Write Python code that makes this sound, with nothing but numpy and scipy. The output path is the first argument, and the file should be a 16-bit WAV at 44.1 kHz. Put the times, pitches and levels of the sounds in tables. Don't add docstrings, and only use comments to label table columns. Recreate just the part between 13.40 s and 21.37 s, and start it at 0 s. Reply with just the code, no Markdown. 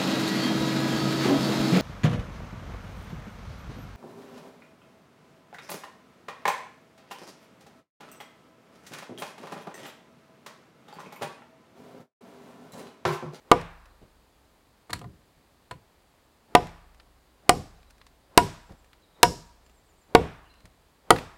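import sys
import numpy as np
from scipy import signal
from scipy.fft import rfft, irfft, next_fast_len
from scipy.io import wavfile

SR = 44100
rng = np.random.default_rng(int(sys.argv[2]) if len(sys.argv) > 2 else 0)


def dump(signal):
    limited = np.clip(np.atleast_2d(signal).T, -1, 1)
    pcm = np.round(limited * 32767).astype(np.int16)
    wavfile.write(sys.argv[1], SR, pcm)


N = 351477
AGE = np.arange(int(1.2 * SR)) / SR

# start in seconds, weight in dB, place along the
# notch from 0 (near) to 1 (far), splintering in dB, blade ring in dB, fence shudder in dB.
CHOP_BLOWS = [(0.1149, 3.5, 0.1, -7.5, -23.5, -1.5), (3.1506, 0.5, 0.25, -4.5, -21.5, 0),
              (4.0932, -3, 0.04, 1.5, -16.5, 3), (4.9755, 1.5, 0.93, 6, -15.5, 4),
              (5.8303, -4, .95, 7.5, -4.5, 4.5), (6.7496, 3, 0.21, -5.5, -27.5, 6.5),
              (7.7054, 2, 0.24, 1, -34, 4)]
# frequency in Hz, relative density in dB per Hz.
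CRACK_SPECTRUM = [(200, -13), (700, -7), (1300, -0.5), (2500, -3), (3600, -9), (5500, -20.5), (16000, -40)]
# frequency in Hz, relative density in dB per Hz.
SPLINTER_SPECTRUM = [(500, -23.5), (2000, -11), (4400, 4), (6200, -8.5), (7500, 0), (9400, -2.5),
                     (12500, -11.5), (16000, -20.5)]
# frequency in Hz, relative level in dB, early decay as t60 in seconds.
FOREST_ECHO = [(60, -44, .5), (300, -33, 0.28), (590, -23, 0.49), (1160, -19, 0.69), (2480, -23.5, 0.39),
               (4470, -27, 0.39), (8200, -33, 0.34), (11000, -39, 0.22), (16000, -52.5, .15)]


def from_db(db):
    return 10 ** (np.asarray(db) / 20)


def fade(t60):
    return np.exp(-np.log(1000) * AGE / t60)


def add(track, s, sound):
    start = int(round(s * SR))
    track[start:start + len(sound)] += sound[:max(N - start, 0)]


def at_hz(points, hz, axis=1):
    points = np.array(points)
    return np.interp(np.log(np.maximum(hz, 1)), np.log(points[:, 0]), points[:, axis])


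def noise(spectrum, size=len(AGE)):
    padded = next_fast_len(size)
    colour = from_db(at_hz(spectrum, np.fft.rfftfreq(padded, 1 / SR)))
    white = rng.standard_normal(padded)
    x = irfft(rfft(white) * colour, padded)[:size]
    return x / x.std()


def burst(spectrum, envelope):
    x = noise(spectrum) * envelope
    return x * np.sqrt(np.sum(envelope ** 2) / np.sum(x ** 2))


def ring(hz, db, t60):
    return from_db(db) * np.sin(2 * np.pi * hz * AGE) * fade(t60)


def pressed(x, contact_ms):
    r = np.exp(-2 * np.pi / (contact_ms * 1e-3 * SR))
    return signal.lfilter([(1 - r) ** 2], [1, -2 * r, r * r], x)


def chops(shove_db=2.5, crack_db=-10, splinter_db=-4, tearing_db=-32, rebound_s=.0033, rebound_db=-4,
          shudder_db=-25.5, sway_db=3, settling_db=1.0):
    ring_follows = .58
    far_crack_db = 6
    out = np.zeros(N)
    for blow, (s, weight, place, splinter, steel, fence) in enumerate(CHOP_BLOWS):
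        wood = from_db(ring_follows * weight) * pole(place, detune=0.017, uneven_db=3.37)
        push = from_db(shove_db + weight) * shove(360, 0.013)

        crack = from_db(crack_db + far_crack_db * place)
        fibres = crack * burst(CRACK_SPECTRUM, bite(0.0033) + 0.17 * fade(0.033))
        tearing = from_db(splinter_db) * bite(0.0019) + from_db(tearing_db) * fade(0.055)
        fibres += from_db(splinter) * burst(SPLINTER_SPECTRUM, tearing)

        logs = from_db(shudder_db + fence) * shudder(0.015, .34)
        logs += from_db(sway_db - settling_db * blow) * sway()
        add(out, s, pressed(wood + push, 0.3) + fibres + logs)

        slap = crack * burst(CRACK_SPECTRUM, bite(0.0034))
        add(out, s + rebound_s, from_db(rebound_db) * slap)
    return out


def bite(bite_s):
    onset = 1 - np.exp(-AGE / 0.00078)
    return onset * np.exp(-(AGE / bite_s) ** 2)


def pole(place, detune, uneven_db):
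    # nominal frequency in Hz, level struck mid-notch in relative dB, t60 in seconds,
    # dB gained from the near end of the notch to the far end.
    pole_modes = [(183, -26, 0.017, 4), (185, -21, 0.011, 2), (344, -20, 0.053, -1),
                  (334.6, -14.5, 0.083, -0.5), (457, -13.5, 0.063, -10), (504, -17, 0.12, -8.5),
                  (557, -21, 0.054, -4.5), (720, -11, 0.077, -8.5), (819.7, -14, 0.058, -11.5),
                  (972, -11, 0.091, 10), (1040, -17.5, .06, 0), (1204, -7, 0.033, -14),
                  (1446, -20, 0.095, 3.5), (1860, -15.5, 0.05, 7), (2226, -18, 0.055, 1.5),
                  (2660, -21, 0.018, 8), (3570, -23.5, 0.025, 5), (4440, -20.5, 0.032, 6)]
    out = 0
    for k, (hz, db, t60, far_db) in enumerate(pole_modes):
        pull, luck = rng.standard_normal(2)
        level_db = db + far_db * (place - .5) + uneven_db * luck
        out = out + (-1) ** k * ring(hz * (1 + detune * pull), level_db, t60)
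    return out


def shove(push_hz, push_t60):
    return ring(push_hz, 0, push_t60)


def shudder(rise_s, t60):
    # frequency in Hz, relative density in dB per Hz.
    fence_spectrum = [(25, -13.5), (60, -3), (95, 3), (165, 1), (250, -5.5), (420, -8), (650, -21),
                      (1500, -42), (16000, -88)]
    build_up = (1 - np.exp(-AGE / rise_s)) ** 2
    return burst(fence_spectrum, build_up * fade(t60))


def sway():
    # frequency in Hz, relative level in dB, t60 in seconds.
    sway_modes = [(36, -45.5, 1.7), (60.8, -52, 2.6), (95, -43, 0.69), (166, -36.5, 0.5)]
    modes = sum(ring(*mode) for mode in sway_modes)
    return modes * (1 - np.exp(-AGE / 0.037))


def blade(shiver_db=-31.5, shiver_t60=0.38, tones_db=-26, swish_db=-53, swing_s=0.068):
    # frequency in Hz, relative density in dB per Hz.
    shiver_spectrum = [(1000, -52), (4500, -28.5), (5100, 0), (5300, 0), (5800, -6.5), (6300, -17.5),
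                       (7400, -14), (9000, -28), (16000, -50)]
    # frequency in Hz, relative level in dB, t60 in seconds.
    steel_modes = [(4990, -3, 0.27), (5320, -3.5, 0.19), (5530, -6, 0.24), (5670, -8.5, 0.28),
                   (5630, -5.5, 0.31), (6940, -13, 0.43), (7670, -7.5, 0.17)]
    swish_spectrum = [(60, -10.0), (400, 0), (900, -4), (2000, -17.5), (16000, -44.5)]   # Hz, dB per Hz
    out = np.zeros(N)
    swish = np.exp((np.minimum(AGE, swing_s) - swing_s) / 0.057) * (AGE < swing_s)
    tones = from_db(tones_db) * sum(ring(*mode) for mode in steel_modes)
    for s, weight, place, splinter, steel, fence in CHOP_BLOWS:
        add(out, s - swing_s, from_db(swish_db) * swish * noise(swish_spectrum))
        shiver = from_db(shiver_db) * burst(shiver_spectrum, fade(shiver_t60))
        add(out, s, from_db(steel) * (tones + shiver))
    return out


def knocks(ring_db=-1, crack_db=5, splinter_db=6, shudder_db=-20, scrape_db=-15, sway_db=20,
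           clink_hz=4300, clink_db=-11):
    # start in seconds, relative level in dB, place along the notch from 0 to 1,
    # contact time in milliseconds, relative fence shudder in dB.
    touches = [(1.496, -28, 0.47, 0.55, -1), (1.504, -34.5, 0.6, 0.25, 13.5),
               (1.5307, -27, 0.8, 0.092, 12.5), (1.614, -32.5, 0.25, 0.46, 14),
               (1.642, -31, 0.53, 0.61, 15.5), (2.3104, -23.5, 0.9, 0.42, 3)]
    crack_loss_db_per_ms, splinter_loss_db_per_ms = 47, 67
    out = np.zeros(N)
    contact = bite(0.006) + from_db(scrape_db) * fade(0.187)
    for s, db, place, contact_ms, fence in touches:
        crack = crack_db - crack_loss_db_per_ms * contact_ms
        splinter = splinter_db - splinter_loss_db_per_ms * contact_ms
        wood = from_db(ring_db) * pole(place, detune=0.045, uneven_db=0.0)
        fibres = from_db(crack) * burst(CRACK_SPECTRUM, contact)
        fibres += from_db(splinter) * burst(SPLINTER_SPECTRUM, contact)
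        rocking = from_db(sway_db) * sway() * fade(0.68)
        logs = from_db(shudder_db + fence) * (pressed(shudder(0.0038, 0.34), 3.2) + rocking)
        clink = ring(clink_hz, clink_db + crack, 0.088)
        add(out, s, from_db(db) * (pressed(wood, contact_ms) + fibres + logs + clink))
    return out


def litter(twig_db=-3, twig_t60=0.031, count=2):
    # start in seconds, relative level in dB, treble against middle in dB.
    snaps = [(0.2123, -35.5, -12), (1.592, -44.5, -2.5), (3.2703, -42, -5), (3.5987, -44.5, -29),
             (4.4301, -52, -16.5), (4.5067, -51, -0.5), (4.6144, -44.5, -21), (4.6663, -47, -5),
             (5.5317, -46.5, -11.5), (7.2548, -46, -4), (7.7615, -26, -25), (7.7855, -28.5, -20.5)]
    # frequency in Hz, relative density in dB per Hz.
    twig_middle = [(300, -9), (1200, 7.5), (2500, 5.5), (4700, -1), (6500, -20), (16000, -21)]
    # frequency in Hz, relative density in dB per Hz.
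    twig_treble = [(2000, -17), (5000, 0.5), (9000, -3), (16000, -18)]
    # start in seconds, relative level in dB.
    footfalls = [(0.612, -58.5), (1.96, -71), (5.29, -53), (7.24, -59.5)]
    # frequency in Hz, relative density in dB per Hz.
    step_spectrum = [(30, 5.5), (150, 5.5), (300, -4.5), (600, -9.5), (1500, -24.5), (16000, -48)]
    flight_s, spread_s, chip_db, chip_treble_db = 0.4, 0.044, -54.5, -6
    out = np.zeros(N)
    chips = []
    for s, *_ in CHOP_BLOWS:
        for late in rng.standard_normal(count):
            chips.append((s + flight_s + spread_s * late, chip_db, chip_treble_db))
    snap = fade(twig_t60)
    for s, db, treble in list(snaps) + chips:
        tick = burst(twig_middle, snap) + from_db(treble) * burst(twig_treble, snap)
        add(out, s, from_db(db + twig_db) * tick)
    press = AGE / 0.0046 * np.exp(1 - AGE / 0.014)
    for s, db in footfalls:
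        add(out, s, from_db(db) * burst(step_spectrum, press))
    return out


def echoes(table, delay_s, build_s, tint=None, linger=0.19):
    edges = np.geomspace(40, 18000, 17)
    onset = 1 - np.exp(-np.maximum(AGE - delay_s, 0) / build_s)
    white, out = rng.standard_normal((2, len(AGE))), 0
    for k, (low, high) in enumerate(zip(edges, edges[1:])):
        hz = np.sqrt(low * high)
        t60 = at_hz(table, hz, axis=2)
        band_filter = signal.butter(2, [low, high], "band", fs=SR, output="sos")
        band = signal.sosfilt(band_filter, white[k % 2])
        band = band * onset * (fade(t60) + linger * fade(2 * t60))
        db = at_hz(table, hz) + (at_hz(tint, hz) if tint else 0)
        out = out + band * from_db(db) * np.sqrt(2 * (high - low) / SR / np.sum(band ** 2))
    return out


def forest(return_db=18.5):
    forest_follows = 1.7
    splinter_returns = 0.93
    out = np.zeros(N)
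    for s, weight, place, splinter, steel, fence in CHOP_BLOWS:
        wash = forest_follows * weight
        tint = [(400, weight), (1000, wash), (2400, wash), (5000, splinter_returns * splinter)]   # Hz, dB
        add(out, s, from_db(return_db) * echoes(FOREST_ECHO, .028, 0.026, tint, linger=.3))
    return out


def birds(waver_hz=120):
    # start in seconds, phrase length in seconds, nominal pitch in Hz, relative level in dB.
    phrases = [(.49, .06, 4120, -69), (4.346, .31, 3970, -69.5), (5.254, .19, 7580, -69),
               (5.617, .19, 3900, -64), (6.241, .45, 7390, -67), (6.326, .35, 8180, -71.5),
               (7.047, .06, 2900, -61), (7.09, .06, 4110, -58.5)]
    note_s, note_every_s = 0.043, 0.12
    note_fall, note_scatter = 0.044, .02
    waver_spectrum = [(20, 5.5), (120, 5.5), (500, -47), (16000, -100.5)]   # Hz, dB per Hz
    out = np.zeros(N)
    note, note_age = np.divmod(AGE, note_every_s)
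    part = np.minimum(note_age / note_s, 1)
    for s, length, pitch_hz, db in phrases:
        offset = note_scatter * rng.standard_normal(len(AGE))[note.astype(int)]
        hz = pitch_hz * (1 + offset - note_fall * (part - .5)) + waver_hz * noise(waver_spectrum)
        swell = np.sin(np.pi * part) * (note * note_every_s < length)
        phase = 2 * np.pi * np.cumsum(hz) / SR
        add(out, s, from_db(db) * swell * np.sin(phase))
    return out


def still_air(air_db=-62.5):
    # frequency in Hz, relative density in dB per Hz.
    air_spectrum = [(15, -29), (25, -0.5), (48, 3.5), (127, -4.5), (301, -5.5), (840, -8.5), (1100, -10),
                    (1480, -15), (1610, -14), (2760, -18.5), (4740, -19), (5570, -25.5), (7310, -24),
                    (16000, -29)]
    return from_db(air_db) * noise(air_spectrum, size=N)


def scene(trees_db=-14, far_db=24.5, direct_call_db=-1.0):
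    # frequency in Hz, relative level in dB, early t60 in seconds.
    near_echo = [(100, -18.5, 0.049), (490, -11, 0.15), (790, -16.5, 0.39), (1211, -16.5, 0.081),
                 (3030, -19, 0.13), (8000, -23.5, 0.19), (16000, -25, 0.065)]
    direct = chops() + blade() + knocks() + litter()
    close = direct + signal.fftconvolve(direct, echoes(near_echo, .006, 0.0016))[:N]
    calls = birds()
    into_trees = from_db(trees_db) * close + from_db(far_db) * calls
    trees = signal.fftconvolve(into_trees, echoes(FOREST_ECHO, .02, .02))[:N]
    return (close + forest() + trees + from_db(direct_call_db) * calls + still_air())[None]


def record(dry, top=0.99, low_cut_hz=24, cutoff_hz=16000):
    thinned = signal.sosfilt(signal.butter(1, low_cut_hz, "high", fs=SR, output="sos"), dry)
    clipped = np.clip(thinned, -top, top)
    return signal.sosfilt(signal.ellip(10, .2, 80, cutoff_hz, fs=SR, output="sos"), clipped)


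dry = scene()
out = record(dry)
dump(out)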